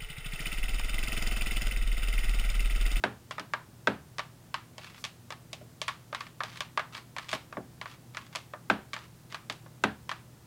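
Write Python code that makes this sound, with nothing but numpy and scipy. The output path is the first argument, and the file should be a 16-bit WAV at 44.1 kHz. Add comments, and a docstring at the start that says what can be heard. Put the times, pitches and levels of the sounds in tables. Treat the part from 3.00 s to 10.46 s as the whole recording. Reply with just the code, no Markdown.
"""In a quiet carpeted room, a cat in a plastic laundry basket paws at the slotted wall, about three strokes a second.
Heard from just above the rim: claws tick and drag over the ribs as damped wall modes, sharp cracks and scraping noise;
soft paws thud in the basket's low modes, and fur brushes by once as a thin hiss.
Four times the wall lets go with a loud snap that booms through the whole basket.
Under it all: mains hum, a faint fan, and the microphone's hiss and whine."""
import sys
import numpy as np
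from scipy import signal
from scipy.fft import rfft, irfft, next_fast_len
from scipy.io import wavfile
from scipy.ndimage import map_coordinates

SR = 44100
rng = np.random.default_rng(int(sys.argv[2]) if len(sys.argv) > 2 else 0)


def persist_wave(psi):
    """Save psi, clipped to +-1, as 16-bit WAV."""
    counts = np.round(np.clip(psi, -1, 1) * 32767).astype(np.int16)
    wavfile.write(sys.argv[1], SR, np.atleast_2d(counts).T)


N = 328986
T = np.arange(SR // 2) / SR  # seconds after a contact

# the basket's slow modes, levels relative: hz, level_db, t60_s
BASKET_MODES = [(76, -24, 1), (115.5, -15, 0.5), (144, -21, 0.71), (180.3, -6, 0.21), (212.2, -1.5, 0.25),
                (265.5, -3.5, 0.2), (304, -4, 0.19), (379.4, -7, 0.18), (428, -5, 0.16), (526, -0.5, 0.072),
                (603, -9, 0.12), (770, -11, 0.23), (930, -37.5, 0.39)]
# claws dragged along the wall, level of the direct scrape; the first row is a single faint tick:
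# start_s, end_s, level_db
SCRAPES = [(0.317, 0.325, -48), (1.779, 2.006, -58.5), (3.148, 3.28, -58), (3.433, 3.589, -55),
           (3.92, 3.986, -50.5), (4.199, 4.308, -57.5), (4.29, 4.367, -49), (4.325, 4.346, -42),
           (4.862, 4.965, -58.5), (5.132, 5.27, -60.5), (5.31, 5.404, -61.5), (5.972, 6.065, -61),
           (6.297, 6.364, -54)]


def amp(db):
    """Decibels to gain."""
    return 10 ** (np.asarray(db) / 20)


def unit(x):
    """x at rms 1."""
    return x / np.sqrt(np.mean(x ** 2) + 1e-20)


def unit_attack(x):
    """x at rms 1 over its first 7 ms."""
    attack = x[:round(.007 * SR)]
    return x / np.sqrt(np.mean(attack ** 2))


def along(points, hz):
    """(hz, value) points joined on a log frequency axis."""
    f, v = np.transpose(points)
    return np.interp(np.log(hz + 1), np.log(f), v)


def coloured(x, points):
    """x through a causal minimum-phase filter with the (hz, gain_db) points."""
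    m = 2 * next_fast_len(len(x) // 2 + 2048, real=True)
    gain_db = along(points, np.fft.rfftfreq(m, 1 / SR))
    # folding the cepstrum onto positive time makes the filter causal
    cepstrum = irfft(np.log(amp(gain_db)))
    cepstrum[1:m // 2] *= 2
    cepstrum[m // 2 + 1:] = 0
    response = np.exp(rfft(cepstrum))
    return irfft(rfft(x, m) * response, m)[:len(x)]


def wobble(rate):
    """A smooth random curve, rate knots a second."""
    knots = rng.standard_normal(int(N * rate / SR) + 4)
    return map_coordinates(knots, [np.arange(N) * rate / SR])


def add(track, s, sound):
    """Mix a sound into the track at s seconds."""
    part = track[round(s * SR):][:len(sound)]
    part += sound[:len(part)]


def background():
    """Moving air and hiss, fan lines that waver slightly, mains hum and a thin electronic whine."""
    # air noise and microphone hiss, relative: hz, level_db
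    air_colour = [(20, -14), (45, -10.5), (80, -1.5), (130, 3), (200, -2.5), (300, -7.5), (450, -11.5),
                  (800, -15), (1300, -18.5), (2500, -23.5), (8000, -25), (15500, -29.5)]
    # a fan's faint lines: hz, level_db, drift_hz
    fan_lines = [(159.2, -63.5, 2.94), (239.8, -71, 2.055), (337, -72, 1.013), (830, -87, 1.87)]
    mains_hz, mains_db = 120.2, -59
    whine_hz, whine_db = 14993.5, -79

    bed = amp(-55.5) * unit(coloured(rng.standard_normal(N), air_colour))
    for hz, db, drift_hz in fan_lines:
        phase = 2 * np.pi * np.cumsum(hz + drift_hz * wobble(1.5)) / SR
        level = amp(db + 0.59 * wobble(4))
        bed += level * np.sqrt(2) * np.sin(phase)
    for hz, db in [(mains_hz, mains_db), (whine_hz, whine_db)]:
        bed += amp(db) * np.sqrt(2) * np.sin(2 * np.pi * hz * np.arange(N) / SR)
    return bed


def ring(modes, rise, scatter_db, detune, smear):
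    """Damped modes of alternating sign; strength, tuning and phase vary a little at random from hit to hit."""
    # rise in s, detune as a fraction of each mode's frequency, smear in cycles
    hz, db, t60 = np.transpose(modes)[:, :, None]
    strength, shift, lag = rng.standard_normal((3, len(modes), 1))
    sign = (-1) ** np.arange(len(modes))[:, None]
    cycles = hz * (1 + detune * shift) * T + smear * lag
    waves = sign * np.sin(2 * np.pi * cycles)
    decay = amp(db + scatter_db * strength - 60 * T / t60)
    return unit_attack((decay * waves).sum(0) * (1 - np.exp(-T / rise)))


def crack(t60, spike):
    """A claw slips off an edge: one sharp release and a short broad burst."""
    # claw on plastic, relative: hz, level_db
    crack_colour = [(200, -17), (700, -18.5), (1500, 11.5), (4000, 0.5), (7000, -9.5), (11000, -20.5),
                    (16000, -37)]
    burst = rng.standard_normal(len(T)) * amp(-60 * T / t60)
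    release = spike * (T == 0)
    return unit_attack(coloured(burst / np.linalg.norm(burst) + release, crack_colour))


def reflections(near_db, near_t60, room_db):
    """Response of the space: quick bounces between the basket's walls, then the room's longer tail."""
    # the room's decay: hz, t60_s
    room_decay = [(150, 0.59), (500, 0.25), (1200, 0.29), (3000, 0.28), (7000, 0.26), (14000, 0.41)]
    hz, t, z = signal.stft(rng.standard_normal(len(T)), SR, nperseg=256)
    fading = z * amp(-60 * t / along(room_decay, hz)[:, None])
    room = signal.istft(fading, SR, nperseg=256)[1][:len(T)] * (T > .006)
    bounces = rng.standard_normal(len(T)) ** 3  # cubed: sparse and spiky
    near = bounces * amp(-60 * T / near_t60) * (T > .003)
    return amp(near_db) * near / np.linalg.norm(near) + amp(room_db) * room / np.linalg.norm(room)


def snaps():
    """The flexed panel springs back, clatters, and the blow spreads into the basket's low modes."""
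    # the wall springs back, level of the direct slap's attack: start_s, level_db
    releases = [(.0381, -20.5), (.8722, -19), (5.6997, -17.5), (6.8378, -18.5)]
    # the whole panel as it springs back, levels relative: hz, level_db, t60_s
    panel_modes = [(371, -11.5, 0.032), (614, -9.5, 0.043), (666, -17, 0.041), (890, -1, 0.019),
                   (1050, -10, 0.026), (1260, -1, 0.021), (1554, 5, 0.02), (1972, -17.5, 0.045),
                   (2160, -10, 0.022), (2555, -5, 0.018), (3520, -6.5, 0.011), (3820, -13, 0.021),
                   (5150, -19, 0.018)]
    # a snap's clatter, averaged over all directions, relative: hz, level_db
    clatter_colour = [(40, -36), (120, -18), (250, -12.5), (450, -2), (800, 0), (1200, -4), (1650, -1.5),
                      (2000, -9.5), (2700, -11), (4000, -17.5), (6000, -30), (10000, -37.5), (15000, -53)]
    boom_db, boom_lag_s = -20, .00414  # the boom against its snap

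    track = np.zeros(N)
    for s, db in releases:
        panel = ring(panel_modes, rise=.002, scatter_db=.8, detune=.008, smear=.12)
        slap = unit_attack(panel + amp(-9.0) * crack(t60=0.019, spike=0.34))
        bounced = reflections(near_db=-4.5, near_t60=0.061, room_db=-5.5)
        clatter = amp(35.5) * coloured(bounced, clatter_colour)
        boom = ring(BASKET_MODES, rise=.009, scatter_db=1, detune=.004, smear=.15)
        add(track, s, amp(db) * (slap + clatter))
        add(track, s + boom_lag_s, amp(db + boom_db) * boom)
    return track


def tick(body_db, tip_db):
    """One contact rings the wall: the paw's weight gives body, a bare claw tip gives bite and edge."""
    # the wall around a claw, levels relative: hz, level_db, t60_s
    wall_modes = [(620, -9, 0.042), (910, -10.5, 0.027), (1151, 1.5, 0.029), (1175, -18, 0.19),
                  (1669, -4.5, 0.06), (1840, -1, 0.018), (2296, -3, 0.025), (2410, -10, 0.028),
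                  (3427, -7, 0.023), (4520, 0, 0.0049), (5200, -20, 0.028), (7200, -53.5, 0.015)]
    # a tick's sound, averaged over all directions, relative: hz, level_db
    spread_colour = [(100, -19), (400, -10.5), (700, -2), (1120, 2), (1600, 2), (2400, -2.5), (4000, -9),
                     (7000, -22.5), (11000, -33.5), (15000, -47)]
    # a barer claw lifts the 3 kHz bite and, faster, the 6.5 kHz edge (dB per dB)
    bite_per_tip, edge_per_tip = 0.9, 1.24

    bite_db, edge_db = bite_per_tip * tip_db, edge_per_tip * tip_db
    touch = [(60, -17), (250, body_db / 2 - 2), (600, body_db), (1000, 3.0),
             (1600, -2.0), (2800, bite_db), (3800, bite_db), (6500, edge_db)]
    wall = ring(wall_modes, rise=0.00014, scatter_db=0.5, detune=0.044, smear=0.18)
    slip = crack(t60=.016, spike=.6)
    direct = unit_attack(coloured(wall + amp(-3) * slip, touch))
    # sound that leaves in all directions comes back with the single modes blurred together
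    click = 1. * (T == 0)
    spread = unit_attack(coloured(coloured(click, spread_colour), touch))
    space = reflections(near_db=-5.5, near_t60=0.072, room_db=-8.0)
    return direct + signal.fftconvolve(spread, space)[:len(T)]


def claws():
    """The claws strike the wall, often two in quick succession."""
    # clear claw contacts, level of the direct attack; body = weight of the paw behind it,
    # tip = soft pad (-) to bare claw (+): start_s, level_db, body_db, tip_db
    contacts = [(.3098, -34.5, 7, 4.5), (.382, -33.5, 0, -8), (0.3967, -36, 6.5, 3.5),
                (0.5363, -25.5, -2, -8), (1.1837, -33.5, 4, 3.5), (1.1932, -30, 1, 0),
                (1.5424, -28, -5.5, 0.5), (1.7814, -41, 11.5, 8.5), (1.8447, -44.5, -3, 9),
                (2.0409, -33.5, 1, 15), (2.0503, -35, -1, 10), (2.305, -37.5, 9, 5.5), (2.3234, -40, 0, 2),
                (2.531, -37, 15.5, 15.5), (2.612, -50, 25, 4), (2.8163, -30.5, 11, 13.5),
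                (2.881, -29.5, -5, 8.5), (2.8879, -31, -10, -3), (3.128, -34, 6, -6),
                (3.1478, -31.5, -4, 2), (3.2072, -35.5, -6, 0), (3.4051, -28.5, -4.5, -8.5),
                (3.4355, -34, 5.5, 5.5), (3.573, -44.5, -5, 13), (3.6062, -30, 2, 7),
                (3.775, -23.5, -3.5, -8.5), (3.7943, -30, 5, -1.5), (3.95, -39, -12, 6), (4.165, -35, 2, 1),
                (4.1843, -33.5, 0, 3), (4.2911, -37.5, 2, 14), (4.315, -38.5, 1, 15),
                (4.3296, -27.5, 11, 4.5), (4.526, -39.5, 7, -6.5), (4.5698, -33.5, 13.5, -14),
                (4.8139, -35.5, 3, 1.5), (4.8576, -37.5, 1.5, -3.5), (5.1475, -43.5, -5, 2),
                (5.1701, -33.5, -7, 0.5), (5.3513, -35, 2, 4.5), (5.358, -32, 11.5, 13),
                (5.5359, -35.5, 7.5, -14.5), (5.9332, -33, -14, 4.5), (5.94, -37.5, 6, 6),
                (5.9647, -37, -3, -1), (6.3454, -34, -3.5, -1), (6.4988, -31, 5, 7), (6.524, -46.5, 5, 23),
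                (6.662, -50, 10.5, -9), (7.0929, -31.5, -3, 2.5), (7.1148, -31, -3, -0.5)]
    track = np.zeros(N)
    for s, db, body_db, tip_db in contacts:
        add(track, s, amp(db) * tick(body_db, tip_db))
    return track


def drags():
    """A dragged claw sticks and slips: tiny ticks in uneven clumps, each ringing on briefly in the space."""
    # a claw scraping plastic, relative: hz, level_db
    scrape_colour = [(60, -45), (300, -14), (700, -4), (1100, 6), (1600, 5), (2400, 5.5), (4500, 0.5),
                     (7000, -8.5), (15000, -22)]
    track = np.zeros(N)
    for start, end, db in SCRAPES:
        n = round(max(end - start, .01) * SR)  # at least 10 ms
        sparse = (rng.random(n) < 800 / SR) * rng.standard_normal(n)  # about 800 slips a second
        slips = unit(sparse) + .4 * rng.standard_normal(n)
        # a random curve of 130 knots a second gathers the slips into clumps
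        grip_db = 6.1 * map_coordinates(rng.standard_normal(n), [np.arange(n) * 130 / SR], order=1)
        scrape = unit(coloured(amp(grip_db) * slips, scrape_colour))
        stroke = amp(db) * scrape * signal.windows.tukey(n, .3)
        space = reflections(near_db=-3.0, near_t60=.02, room_db=-2.5)
        add(track, start, stroke)
        add(track, start, signal.fftconvolve(stroke, space))
    return track


def thuds():
    """A soft paw stirs only the low modes, and the room answers."""
    # a paw lands, level of the boom's attack before muffling: start_s, level_db
    landings = [(.399, -52.5), (2.612, -61), (4.334, -46), (4.572, -41.5), (6.501, -50.5)]
    echo_gain_db = 43  # makes up for the dull filter on the echo
    track = np.zeros(N)
    for s, db in landings:
        boom = ring(BASKET_MODES, rise=.004, scatter_db=1.5, detune=.02, smear=.2)
        muffled = coloured(boom, [(150, 1), (200, -4.5), (290, 1), (900, -9.5)])
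        space = reflections(near_db=-1.5, near_t60=0.11, room_db=-5.0)
        echo = coloured(space, [(40, -31), (130, 4), (330, 1), (800, 0), (2000, -39)])
        add(track, s, amp(db) * (muffled + amp(echo_gain_db) * echo))
    return track


def catches():
    """Along each drag long enough, the claw catches on the ribs at uneven gaps and gives faint ticks."""
    gap_s, jitter = .035, .35  # mean gap, and the greatest shift in gaps
    catch_db, scatter_db = 5, 3  # level against the drag, and its scatter
    body_db, tip_db = -1.5, 5.5
    track = np.zeros(N)
    for start, end, db in SCRAPES:
        for s in np.arange(start + gap_s / 2, end, gap_s):
            late, strength = rng.uniform(-1, 1), rng.standard_normal()
            level = amp(db + catch_db + scatter_db * strength)
            add(track, s + jitter * gap_s * late, level * tick(body_db, tip_db))
    return track


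def brush(start, end, db):
    """Fur sweeps along the smooth wall: a thin swelling hiss."""
    sweep = np.linspace(0, 1, round(max(end - start, .01) * SR))
    noise = rng.standard_normal(len(sweep))
    hiss = unit(coloured(noise, [(1500, -20), (5000, 3), (12000, -3), (16000, -8)]))
    track = np.zeros(N)
    add(track, start, amp(db) * hiss * np.sin(np.pi * sweep ** 2))  # peaks late in the sweep
    return track


def scene():
    """The cat at work in the basket, heard from just above the rim."""
    fur = brush(start=1.95, end=2.035, db=-57.5)
    return (background() + snaps() + thuds() + claws() + drags() + fur + catches())[None]


def record(dry):
    """The recorder keeps nothing above its band limit."""
    top_hz = 16150
    m = next_fast_len(N + SR // 2)
    kept = np.fft.rfftfreq(m, 1 / SR) < top_hz
    return irfft(rfft(dry, m) * kept, m)[..., :N]


dry = scene()
out = record(dry)
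persist_wave(out)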